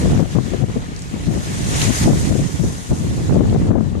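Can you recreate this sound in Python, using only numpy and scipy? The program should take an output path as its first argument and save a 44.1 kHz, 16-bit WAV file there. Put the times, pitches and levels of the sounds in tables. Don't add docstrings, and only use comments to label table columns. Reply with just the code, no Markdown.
import sys
import numpy as np
from scipy import signal
from scipy.fft import rfft, irfft
from scipy.io import wavfile
from scipy.ndimage import uniform_filter1d

SR = 44100
rng = np.random.default_rng(int(sys.argv[2]) if len(sys.argv) > 2 else 0)


def transcribe(signal):
    frames = np.atleast_2d(signal).T
    limited = np.clip(frames, -1, 1)
    pcm = np.round(limited * 32767).astype(np.int16)
    wavfile.write(sys.argv[1], SR, pcm)


N = 176400

# (t/s, level/dB)
LEFT_GUSTS = [(0.0, -16), (0.071, -7.5), (0.12, -15), (0.228, -7.5), (0.28, -18), (0.34, -24.5),
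              (0.359, -6), (0.39, -6), (0.43, -19.5), (0.59, -18.5), (0.642, -4), (0.666, -26),
              (0.698, -16), (0.74, -33), (0.765, -14.5), (0.81, -26.5), (1.11, -31.5), (1.14, -19.5),
              (1.25, -25), (1.289, -7), (1.33, -19), (1.38, -14.5), (1.42, -25.5), (1.65, -21), (1.82, -18),
              (1.9, -6.5), (1.94, -18.5), (2.0, -24.5), (2.03, -14), (2.1, -5), (2.15, -14.5),
              (2.29, -23.5), (2.308, -7), (2.37, -18.5), (2.39, -12), (2.46, -28.5), (2.57, -28.5),
              (2.602, -10.5), (2.74, -25.5), (2.88, -32), (2.919, -5.5), (2.959, -25), (3.07, -16),
              (3.15, -22.5), (3.21, -17), (3.29, -21), (3.39, -3.5), (3.45, -13.5), (3.56, -8.5),
              (3.6, -19), (3.7, -8.5), (3.745, -1), (3.84, -15.5), (3.941, -19), (3.964, -11.5),
              (3.99, -22)]
RIGHT_GUSTS = [(0.0, -18.5), (0.12, -10), (0.14, -6.5), (0.17, -18), (0.45, -30), (0.73, -27),
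               (0.759, -20.5), (0.88, -27), (1.1, -30), (1.35, -19.5), (1.41, -26.5), (1.66, -18),
               (1.99, -23), (2.06, -9), (2.11, -15.5), (2.129, -4.5), (2.16, -18), (2.3, -14), (2.35, -26),
               (2.44, -15), (2.52, -26), (2.548, -13.5), (2.59, -32.5), (2.65, -16.5), (2.78, -30.5),
               (2.89, -34), (2.91, -13.5), (2.98, -21.5), (3.281, -16), (3.299, -6.5), (3.39, -15.5),
               (3.72, -14.5), (3.86, -29), (3.99, -22)]
# (f/Hz, level/dB)
RUMBLE_SPECTRUM = [(20, -37), (45, -7), (80, 1.5), (175, 1), (260, -8), (420, -18.5), (700, -28),
                   (3000, -92)]
EDDY_SPECTRUM = [(80, -4), (220, 5.5), (380, -4), (600, -12), (1000, -22), (1600, -29.5), (5000, -63)]
# (rumble gain/dB, eddy gain/dB, rumble frequency ratio)
PORT_RESPONSE = [(-1, -5.5, 0.98), (-0.5, -7.5, 0.85)]

def wind(gusts, rumble_db, eddies_db, pitch):
    middling_db, eddy_growth, ragged_db, ragged_hz = -18, 1.167, 5.5, 130
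    gust_db = over_time(gusts)
    flutter = np.clip(unit(smooth(rng.standard_normal(N), ragged_hz)), -2, 2)
    ragged = unit(amp(ragged_db * flutter))
    eddy_gain = amp(eddies_db + middling_db + eddy_growth * (gust_db - middling_db))
    eddies = noise(EDDY_SPECTRUM) * ragged * eddy_gain
    rumble = noise(RUMBLE_SPECTRUM, pitch) * amp(gust_db + rumble_db)
    return rumble + eddies


# (t/s, level/dB)
EDDY_STRIKES = [(0.193, -6.5), (.535, -14.5), (.626, -14.5), (0.759, -13), (.918, -25.5), (1.359, -16.5),
                (2.074, -4), (2.1, -7.5), (2.307, -13), (2.352, -11.5), (2.389, -11.5), (2.637, -15),
                (3.357, -4), (3.403, -3.5), (3.553, -10), (3.752, -2.5)]

def flaps():
    full_strength_hz, octaves_per_db, rise_s = 320, 0.025, 0.0048
    out, t = np.zeros((2, N)), np.arange(SR // 8) / SR
    swell = t / rise_s * np.exp(1 - t / rise_s)
    for start, db in EDDY_STRIKES:
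        hz = full_strength_hz * 2 ** (octaves_per_db * db)
        flap = unit(swell * band_noise(hz, octaves=0.72, count=len(t)))
        add(out[0], start, amp(db) * np.sqrt(np.mean(swell ** 2)) * flap)
    return out


# (t/s, peak level/dB)
PRESSURE_HUMPS = [(.226, -3), (.648, -11), (3.731, 3.5)]

def pushes():
    width_s = 0.012
    out, t = np.zeros((2, N)), np.arange(N) / SR
    for peak, db in PRESSURE_HUMPS:
        out[0] += amp(db) * np.exp(-.5 * ((t - peak) / width_s) ** 2)
    return out


# (t/s, wash level/dB, fizz level/dB)
SURF_ENVELOPE = [(0.0, -37, -38.5), (0.62, -43.7, -48), (0.92, -45.5, -51.5), (1.1, -45.5, -47.5),
                 (1.68, -36, -36), (1.83, -29, -27), (1.91, -32, -30.5), (1.96, -33, -27.5),
                 (2.03, -31, -30), (2.08, -34.5, -32.5), (2.49, -42.5, -40), (2.82, -44, -40.5),
                 (3.36, -42.5, -45), (3.99, -50, -56)]
# (f/Hz, level/dB)
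WASH_SPECTRUM = [(400, 3), (1400, 1.5), (1900, 1.5), (2500, -1), (4000, -3), (8000, -7.5), (14000, -40)]
FIZZ_SPECTRUM = [(2500, -32), (5000, -4), (6800, 0.5), (10500, -8), (12000, -10.5), (14500, -34)]

def surf():
    wash = amp(4) * water(WASH_SPECTRUM) + amp(-10) * bubbles()
    fizz = amp(3) * water(FIZZ_SPECTRUM)
    return wash * amp(over_time(SURF_ENVELOPE)) + fizz * amp(over_time(SURF_ENVELOPE, column=2))


def bubbles():
    pops_per_s, sizes, spread_db, decay_cycles = 810, 32, 2.5, 6.3
    out, t = np.zeros((2, N)), np.arange(512) / SR
    for hz in np.geomspace(1700, 10000, sizes):
        bursts = rng.random(N) < pops_per_s / sizes / SR
        pops = bursts * amp(spread_db * np.minimum(rng.exponential(1, N), 4))
        envelope = np.exp(-hz * t / decay_cycles) * (1 - np.exp(-hz * t))
        for port in out:
            ring = envelope * np.sin(2 * np.pi * (hz * t + rng.random()))
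            port += signal.oaconvolve(pops, ring)[:N]
    return unit(out)


# (t/s, level/dB, centre f/Hz)
WATER_IMPACTS = [(.963, -30.5, 5400), (.992, -31, 6700), (1.021, -29, 6100), (1.817, -14, 3600),
                 (3.497, -32, 3260)]

def splashes():
    tick_decay_s, spray_decay_s, spray_db = 0.0014, 0.022, -14.5
    out, t = np.zeros((2, N)), np.arange(SR // 8) / SR
    fade = np.exp(-t / tick_decay_s) + amp(spray_db) * np.exp(-t / spray_decay_s)
    for start, db, hz in WATER_IMPACTS:
        for port in out:
            add(port, start, amp(db) * fade * band_noise(hz, octaves=0.38, count=len(t)))
    return out


# (f/Hz, level/dB)
ROAR_SPECTRUM = [(50, 8), (130, -9), (900, -11.5), (1600, -19.5), (6000, -68)]

def distant_breakers():
    return amp(-40.5) * water(ROAR_SPECTRUM)


# (f/Hz, coherence, phase lead of the left/rad)
SEA_COHERENCE = [(201, 0.77, 0.33), (1594, 0.76, 2.96), (2130, 0.19, 7.47), (3240, 0.25, 6.35),
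                 (5230, 0, 10.7)]

def water(spectrum):
    patchy_db, flicker_db = 1.4, 0.77
    hz, frames = np.fft.rfftfreq(512, 1 / SR), N // 128 + 5
    a, b, c, d, patches = rng.standard_normal((5, frames, len(hz)))
    patches = uniform_filter1d(patches, size=14, axis=0)
    patches = unit(uniform_filter1d(patches, size=7, axis=1))
    flicker = unit(uniform_filter1d(rng.standard_normal(frames), size=5))[:, None]
    coherence, lead = at_hz(SEA_COHERENCE, hz), at_hz(SEA_COHERENCE, hz, column=2)
    left, independent = a + 1j * b, c + 1j * d
    right = (coherence * left + np.sqrt(1 - coherence ** 2) * independent) * np.exp(-1j * lead)
    spectra = np.array([left, right]) * amp(at_hz(spectrum, hz) + patchy_db * patches + flicker_db * flicker)
    _, sound = signal.istft(spectra, nperseg=512, noverlap=384, time_axis=1, freq_axis=2)
    return unit(sound[:, :N])


def noise(spectrum, pitch=1):
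    shape = amp(at_hz(spectrum, np.fft.rfftfreq(N, 1 / SR) / pitch))
    x = irfft(rfft(rng.standard_normal(N)) * shape, N)
    power = abs(smooth(unit(x) ** 2, hz=21)) + 1e-4
    return unit(x / power ** 0.105)


def band_noise(hz, octaves, count):
    bell = np.exp(-.5 * (np.log2((np.fft.rfftfreq(count, 1 / SR) + 1) / hz) / octaves) ** 2)
    return unit(irfft(rfft(rng.standard_normal(count)) * bell, count))


def smooth(x, hz):
    return irfft(rfft(x) * np.exp(-(np.fft.rfftfreq(N, 1 / SR) / hz) ** 2), N)


def amp(db):
    return 10 ** (np.asarray(db) / 20)


def unit(x):
    return x / np.sqrt(np.mean(x ** 2) + 1e-20)


def at_hz(table, hz, column=1):
    table = np.array(table)
    return np.interp(np.log(hz + 1), np.log(table[:, 0] + 1), table[:, column])


def over_time(table, column=1):
    table = np.array(table)
    return np.interp(np.arange(N) / SR, table[:, 0], table[:, column])


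def add(mix, start, sound):
    part = mix[..., round(start * SR):][..., :sound.shape[-1]]
    part += sound[..., :part.shape[-1]]


# (f/Hz, left level/dB, right level/dB)
PORT_COLOUR = [(3000, 2.5, 0.5), (4030, 1.5, 3.5), (4470, -4, 3), (6000, 2.5, -4.5), (6580, 4, -3),
               (8700, -7, 3), (12200, -14.5, 1)]

def scene():
    hz = np.fft.rfftfreq(N, 1 / SR)
    colour = amp([at_hz(PORT_COLOUR, hz), at_hz(PORT_COLOUR, hz, column=2)])
    sea = irfft(rfft(surf() + splashes() + distant_breakers()) * colour, N)
    buffets = np.array([wind(LEFT_GUSTS, *PORT_RESPONSE[0]), wind(RIGHT_GUSTS, *PORT_RESPONSE[1])])
    return buffets + flaps() + pushes() + sea


def record(dry):
    threshold_db, reduction_share, release_db_per_s, sense_hz = -12, 0.52, 121, 43.3
    low_cut_hz, top_hz = 31, 14300
    power = np.max([abs(smooth(port ** 2, sense_hz)) for port in dry], axis=0)
    fall = np.arange(N) * release_db_per_s / SR
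    held_db = np.maximum.accumulate(10 * np.log10(power + 1e-12) + fall) - fall
    ducked = dry / amp(reduction_share * np.maximum(held_db - threshold_db, 0))
    low_cut = 1 - np.exp(-(np.fft.rfftfreq(N, 1 / SR) / low_cut_hz) ** 4)
    trimmed = irfft(rfft(ducked) * low_cut, N)
    rounded = trimmed / (1 + trimmed ** 6) ** (1 / 6)
    low_pass = signal.firwin(511, top_hz, window=("kaiser", 9), fs=SR)
    return signal.oaconvolve(rounded, low_pass[None], "same")


dry = scene()
out = record(dry)
transcribe(out)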